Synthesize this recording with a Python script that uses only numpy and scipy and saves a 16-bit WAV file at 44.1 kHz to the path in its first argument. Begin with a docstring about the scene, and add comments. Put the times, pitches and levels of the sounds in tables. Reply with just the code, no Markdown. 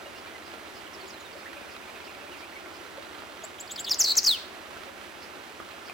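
"""Outdoors, on a thorn branch, a bunting sings one short phrase with its voice box: buzzes and thin
rising notes swell into loud falling sweeps and a warble. Nearby surfaces echo the song.
Far birds chip, rasp and trill faintly over a hiss, with soft blips and ticks of twigs and dry leaves.
A camera's drive throbs softly, its microphone distorts a little, and its uneven sampling
adds faint mirror tones (copies of the song at other pitches)."""
import sys
import numpy as np
from scipy import signal
from scipy.fft import rfft, irfft, next_fast_len
from scipy.io import wavfile
from scipy.ndimage import map_coordinates

SR = 44100
rng = np.random.default_rng(int(sys.argv[2]) if len(sys.argv) > 2 else 0)


def wav_record(signal):
    """Record a signal, one row per channel, as 16-bit PCM in the file named by sys.argv[1]."""
    frames = np.transpose(np.atleast_2d(signal))
    bounded = np.clip(frames, -1, 1)
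    # unit amplitude maps onto the largest positive 16-bit level
    quanta = np.round(bounded * 32767).astype(np.int16)
    wavfile.write(sys.argv[1], SR, quanta)


N = 261513


def amp(db):
    """Turn decibels into a number to multiply by."""
    return 10 ** (np.asarray(db) / 20)


def unit(x):
    """Scale x to an average strength (rms) of 1."""
    return x / np.sqrt(np.mean(x ** 2) + 1e-20)


def along(points, hz):
    """Read between (frequency, value) points, with frequency on a log scale."""
    f, v = np.transpose(points)
    return np.interp(np.log(hz + 1), np.log(f + 1), v)


def wobble(rate, size):
    """A smooth curve through `rate` random values a second."""
    values = rng.standard_normal(int(size * rate / SR) + 4)
    return map_coordinates(values, [np.arange(size) * rate / SR])


def filtered(x, response):
    """Change the strength and phase of each frequency in x by response(hz)."""
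    size = next_fast_len(N + SR // 4)
    return irfft(rfft(x, size) * response(np.fft.rfftfreq(size, 1 / SR)), size)[..., :N]


def add(track, s, sound):
    """Mix a sound into the track, starting at s seconds."""
    start = max(round(s * SR), 0)
    track[start:start + len(sound)] += sound[:max(N - start, 0)]


def whistle(hz, gain, waver, overtone_db=-31):
    """A nearly pure, slightly unsteady tone, as a bird's voice box makes."""
    unsteady_hz = hz * (1 + waver * wobble(710, size=len(hz)))
    phase = 2 * np.pi * np.cumsum(unsteady_hz) / SR
    return np.sqrt(2) * gain * (np.sin(phase) + amp(overtone_db) * np.sin(2 * phase))


def glide(length, start_hz, end_hz, db, bend=1, throat_db=0, buzz=0, buzz_hz=270, waver=0.0043):
    """A sliding note that swells and fades; buzz shakes its pitch evenly, waver at random."""
    progress = np.linspace(0, 1, max(int(length * SR), 32))
    shake = 1 + buzz * np.sin(2 * np.pi * buzz_hz * length * progress)
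    hz = end_hz + (start_hz - end_hz) * (1 - progress) ** bend  # bend over 1: steep at first
    throat_hz = 5040  # the throat favours this pitch; an octave away, throat_db is lost
    gain = amp(db - throat_db * np.log2(hz / throat_hz) ** 2) * np.sin(np.pi * progress)
    return whistle(hz * shake, gain, waver=waver)


def scatter(x, t60, build):
    """Leaves and ground return a stereo blur of echoes that builds up, and falls 60 dB in t60 seconds."""
    t = np.arange(SR // 2) / SR
    tail = rng.standard_normal((2, len(t))) * amp(-60 * t / t60) * (1 - np.exp(-t / build))
    return signal.fftconvolve(x[None], tail / np.linalg.norm(tail[0]), axes=1)[:, :N]


def hiss(spectrum):
    """Stereo noise whose higher pitches mostly reach the right microphone earlier and louder."""
    # how alike the two sides are: f/Hz, likeness from 0 to 1
    likeness = [(60, -0.0), (150, 0), (380, 0.68), (950, 0.65), (2380, 0.28), (5980, 0.74), (15000, 0.39)]
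    # how much louder the left is: f/Hz, level/dB
    balance = [(60, 2), (110, 1.5), (200, 1.5), (380, 2), (700, 0.5), (1290, -6.5), (2380, -7.5),
               (4400, -5), (8120, -4.5), (15000, 2.5)]
    # how far the left is ahead: f/Hz, phase/rad
    lead = [(100, 0), (260, 0.21), (950, -1.36), (1800, -1.04), (2500, 0.015), (7000, -1.35),
            (12000, -0.69)]

    def spread(hz):
        angle = np.arccos(np.clip(along(likeness, hz), 0, 1)) / 2
        return amp(along(spectrum, hz)) * np.array([np.cos(angle), np.sin(angle)])

    def lean(hz):
        half = np.array([[.5], [-.5]])
        return amp(half * along(balance, hz)) * np.exp(1j * half * along(lead, hz))

    mid, side = filtered(rng.standard_normal((2, N)), spread)
    return unit(filtered(np.array([mid + side, mid - side]), lean))


def open_air():
    """Outdoor hiss over a weak rumble, with two fluttering bands of noise."""
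    # tone of the broad hiss: f/Hz, relative level/dB
    air_tone = [(120, -22.5), (200, -8.5), (240, -9.5), (366, -2.5), (472, -9), (577, -5), (803, -6),
                (2590, -11.5), (7890, -26.5), (15000, -37), (15800, -51)]
    # two resonances, where the noise is stronger: f/Hz, relative level/dB
    resonances = [(150, -52), (300, -3), (360, -2), (420, -9), (550, -8), (1100, -29), (1350, -3),
                  (1600, -15), (3000, -64)]
    # tone of the rumble: f/Hz, relative level/dB
    rumble_tone = [(15, -30), (30, -34), (60, 4), (110, 6.5), (150, 2), (200, 0), (300, -19.5)]
    air = amp(-44 + 0.46 * wobble(14, size=N)) * hiss(air_tone)
    flutter = amp(-55.5 + 3 * wobble(21.95, size=N)) * hiss(resonances)
    return air + flutter + amp(-63.5) * hiss(rumble_tone)


def rustle():
    """Dry leaves crackle at random: many tiny puffs of noise, a few of them stronger."""
    # tone of a crackle: f/Hz, relative level/dB
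    tone = [(200, -25), (450, -4.5), (800, -3.5), (1300, -1.5), (2500, -7.5), (4000, -7), (8000, -38)]
    when, strength = rng.random((450, 2)).T
    taps = np.bincount((when * N).astype(int), amp(12 * strength ** 3), N)
    t = np.arange(SR // 20) / SR
    puffs = signal.fftconvolve(taps, amp(-60 * t / .035))[:N]
    return amp(-54) * unit(puffs * hiss(tone))


def camera_drive():
    """The drive's low tones add up to one soft thump a turn, louder on the left."""
    # tones of the drive: multiple of its turning rate, relative level/dB
    tones = [(4, -80), (5, -79), (6, -68), (7, -68), (8, -80), (10, -75), (12, -78), (17, -73), (18, -73),
             (19, -71), (20, -75)]
    turn_hz, first_beat_s = 12.71, .046
    turns = turn_hz * (np.arange(N) / SR - first_beat_s)
    throb = sum(np.sqrt(2) * amp(db) * np.sin(2 * np.pi * round(k) * turns) for k, db in tones)
    return amp(-2.5) * throb * amp([[2], [-2]])


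def blips_and_twigs():
    """Soft low blips, and now and then a twig that ticks and rings for an instant."""
    # low blips: t/s, length/s, f/Hz, level/dB
    blips = [(0.057, .017, 590, -42.5), (1.02, .043, 379, -45), (1.352, 0.015, 594, -42),
             (1.556, 0.035, 584, -45.5), (2.214, 0.058, 585, -48.5), (2.976, 0.015, 554, -39.5),
             (2.996, .018, 602, -51), (3.433, .016, 638, -41), (4.872, 0.029, 554, -46)]
    # dry ticks of twigs: t/s, f/Hz, level/dB
    ticks = [(0.2584, 1580, -41), (2.5255, 2010, -41), (2.6595, 2120, -40), (3.2348, 1300, -40),
             (4.7655, 1430, -38.5), (5.601, 1170, -32.5), (5.8973, 2440, -33)]
    # tones a twig rings with: multiple of the tick's pitch, relative level/dB, time to fall 60 dB/s
    twig_tones = [(.31, 0, 0.025), (.46, 1, 0.016), (1, 6, 0.014)]
    out, t = np.zeros(N), np.arange(SR // 20) / SR
    for s, length, hz, db in blips:
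        add(out, s, glide(length, hz, hz, db, waver=0.049))
    for s, hz, db in ticks:
        ring = sum(amp(level - 60 * t / t60) * np.cos(2 * np.pi * ratio * hz * t)
                   for ratio, level, t60 in twig_tones)
        add(out, s, amp(db) * ring * (1 - np.exp(-t / 0.00027)))
    return out + amp(-2) * scatter(out, t60=0.16, build=0.003)


def far_chips():
    """Far birds chip: each call is one quick slide in pitch."""
    # chips: t/s, length/s, start f/Hz, end f/Hz, level/dB
    chips = [(.05, 0.026, 2850, 2810, -48.5), (.15, 0.027, 2740, 2850, -49.5),
             (.258, 0.028, 2460, 2300, -48), (.337, .03, 2140, 1960, -49), (0.867, 0.004, 3250, 2900, -41),
             (0.93, .028, 6150, 4500, -49), (1.003, 0.02, 4880, 4000, -48.5),
             (1.073, .028, 7700, 6100, -50.5), (1.098, 0.015, 6400, 4030, -46.5),
             (1.133, 0.022, 4250, 3870, -50), (1.198, .018, 7400, 6400, -53),
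             (1.245, 0.0313, 4050, 3370, -51.5), (1.324, .016, 5280, 4140, -51),
             (1.453, 0.02, 1590, 2070, -41.5), (2.31, .03, 3040, 2710, -51),
             (2.412, 0.048, 2050, 2830, -46), (2.553, 0.027, 2290, 2145, -42)]
    out = np.zeros(N)
    for s, length, start_hz, end_hz, db in chips:
        add(out, s, glide(length, start_hz, end_hz, db, waver=.012))
    return out


def far_trill():
    """A far bird's falling notes rock below and above a slowly climbing pitch."""
    start_s, every_s, count = 1.485, .0648, 14
    base_hz, swing_hz, climb_hz, fall = 2483, 59.6, 6.2, 0.096
    out = np.zeros(N)
    for k, chance in enumerate(rng.standard_normal(count)):
        hz = base_hz + k * climb_hz - (-1) ** k * swing_hz
        note = glide(0.0356, hz * (1 + fall), hz * (1 - fall), db=-50 + 0.9 * chance, waver=.04)
        add(out, start_s + k * every_s, note)
    return out


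def far_rasps():
    """A far bird's hoarse calls: short swells of noise that come ever more slowly within a run."""
    # runs of calls: t/s, number of calls, level/dB
    runs = [(.18, 9, -52), (4.85, 1, -55), (5.235, 1, -48.5), (5.872, 1, -50)]
    # tone of the hoarse voice: f/Hz, relative level/dB
    tone = [(3000, -41), (4300, 0), (5300, 0.5), (5800, -11), (7000, -30)]
    first_gap_s, gap_growth_s = .29, .009
    t, gain = np.arange(N) / SR, np.zeros(N)
    for s, calls, db in runs:
        for k in range(round(calls)):
            gain += amp(db) * np.exp(-((t - s) / 0.023) ** 2)
            s += first_gap_s + k * gap_growth_s
    return gain * hiss(tone)[0]


def far_birds():
    """Calls from other trees, blurred by distance and a little to the right."""
    calls = far_chips() + far_trill() + far_rasps()
    return amp([[-2.5], [0.5]]) * (calls + amp(-1) * scatter(calls, t60=0.096, build=0.0017))


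def surroundings(song):
    """Near surfaces add sharp echoes to the song, twigs blur it, and trees return a duller tail."""
    # near echoes: delay/s, gain (a minus flips the wave upside down)
    echoes = [(.004105, -.33), (.0081, .09), (.0107, .11), (.0182, .09)]
    # tone of the trees' echo: f/Hz, relative level/dB
    tree_tone = [(2500, 0.5), (5000, -1.5), (8000, -1.0)]
    near = filtered(song, lambda hz: 1 + sum(gain * np.exp(-2j * np.pi * hz * s) for s, gain in echoes))
    twigs = scatter(song, t60=0.047, build=0.0044)
    trees = filtered(scatter(song, t60=0.36, build=0.065), lambda hz: amp(along(tree_tone, hz)))
    return near * amp([[.2], [-.2]]) + amp(-9.5) * twigs + amp(-13) * trees


def opening():
    """One side of the voice box buzzes, higher each time; the other answers with rising whistles."""
    # buzzes: t/s, length/s, level/dB
    buzzes = [(3.415, 0.017, -50), (3.581, .018, -45.5), (3.691, 0.032, -42.5), (3.774, 0.028, -37),
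              (3.859, .042, -33.5)]
    # thin rising whistles: t/s, level/dB
    rises = [(3.433, -40.5), (3.595, -38.5), (3.7065, -36), (3.7893, -34.5)]
    first_hz, climb_hz = 3250, 60
    out = np.zeros(N)
    for k, (s, length, db) in enumerate(buzzes):
        hz = first_hz + k * climb_hz
        add(out, s, glide(length, hz, hz, db, buzz=0.075, buzz_hz=275, waver=0.061))
    for s, db in rises:
        add(out, s, glide(length=.026, start_hz=5950, end_hz=7920, db=db, bend=2, waver=0.011))
    return out


def warble():
    """Quick, slightly rough downward slides, each 1 dB louder, settle on one short level tone."""
    start_s, every_s, slide_s, count = 4.055, .0118, .0125, 6
    out = np.zeros(N)
    starts = start_s + every_s * np.arange(count)
    for k, s in enumerate(starts):
        add(out, s, glide(slide_s, start_hz=4880, end_hz=3710, db=-25 + k, waver=0.015))
    add(out, starts[-1] + slide_s / 2, glide(length=.008, start_hz=4150, end_hz=4150, db=-30))
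    return out


def closing_note():
    """The whistle drops steeply, eases into a steady downward slide and fades away."""
    length_s, attack_s, release_s, fade_db_per_s = .122, 0.014, 0.055, 147
    drop_hz, drop_s, slide_hz, slide_hz_per_s = 3016, .0058, 4903, 20900
    t = np.arange(int(length_s * SR)) / SR
    hz = slide_hz - slide_hz_per_s * t + drop_hz * np.exp(-t / drop_s)
    soft_ends = np.minimum(t / attack_s, 1) * np.minimum((length_s - t) / release_s, 1)
    return whistle(hz, soft_ends * amp(-15.5 - fade_db_per_s * t), waver=0.0072)


def bunting():
    """The near bird's phrase: opening notes, sweeps and flicks around a warble, and a closing note."""
    # falling sweeps: t/s, length/s, start f/Hz, end f/Hz, bend, level/dB at the throat's pitch
    sweeps = [(3.675, 0.0064, 5400, 4000, 1, -42.5), (3.758, .01, 5530, 3850, 0.93, -34.5),
              (3.843, .011, 5490, 3800, 0.92, -31.5), (3.883, 0.017, 7150, 5450, .9, -37),
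              (3.9045, 0.024, 5900, 3930, 0.76, -20), (3.925, .016, 5100, 3050, 0.97, -28.5),
              (3.937, 0.0098, 7700, 5380, .9, -32), (3.984, 0.044, 8250, 4136, .85, -16.5),
              (4.035, .021, 8400, 4054, 2.2, -20.5), (4.162, .034, 8200, 4120, 1.1, -15.5),
              (4.237, 0.02, 8900, 4400, 1.96, -22.5)]
    # slides so short that they click: t/s, length/s, start f/Hz, end f/Hz, level/dB
    flicks = [(3.8955, 0.0018, 7000, 3730, -23.5), (3.943, .0045, 7370, 3900, -25),
              (4.0296, .0032, 3900, 7540, -24), (4.153, 0.0035, 4050, 7500, -28),
              (4.231, 0.0026, 4250, 7340, -26)]
    song = opening() + warble()
    for s, length, start_hz, end_hz, bend, db in sweeps:
        add(song, s, glide(length, start_hz, end_hz, db, bend=bend, throat_db=19.5, waver=0.0063))
    for s, length, start_hz, end_hz, db in flicks:
        add(song, s, glide(length, start_hz, end_hz, db))
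    add(song, 4.258, closing_note())
    return song


def scene():
    """The bunting and its echoes, over far birds, small noises, open air and the camera's drive."""
    song = surroundings(bunting())
    return song + far_birds() + blips_and_twigs() + open_air() + rustle() + camera_drive()


def record(dry):
    """The microphone adds a low rasp to loud tones; uneven sampling adds faint mirror tones."""
    # ripples in the sampling clock, which tones are mirrored around: f/Hz, timing error/dB (0 = 1 sample)
    ripples = [(8000, -19), (12000, -8), (16000, -21), (20000, -11)]
    bass_cut_hz, top_hz = 150, 15950
    t = np.arange(N) / SR
    rasp = filtered(dry ** 2, lambda hz: hz ** 2 / (hz ** 2 + bass_cut_hz ** 2))
    mic = dry + amp(-16) * rasp
    timing_error = sum(amp(db) * np.cos(2 * np.pi * hz * t) for hz, db in ripples)
    timing_error += amp(-14) * rng.standard_normal(N)
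    sampled = mic + timing_error * np.gradient(mic, axis=1)
    return filtered(sampled, lambda hz: hz < top_hz)


dry = scene()
out = record(dry)
wav_record(out)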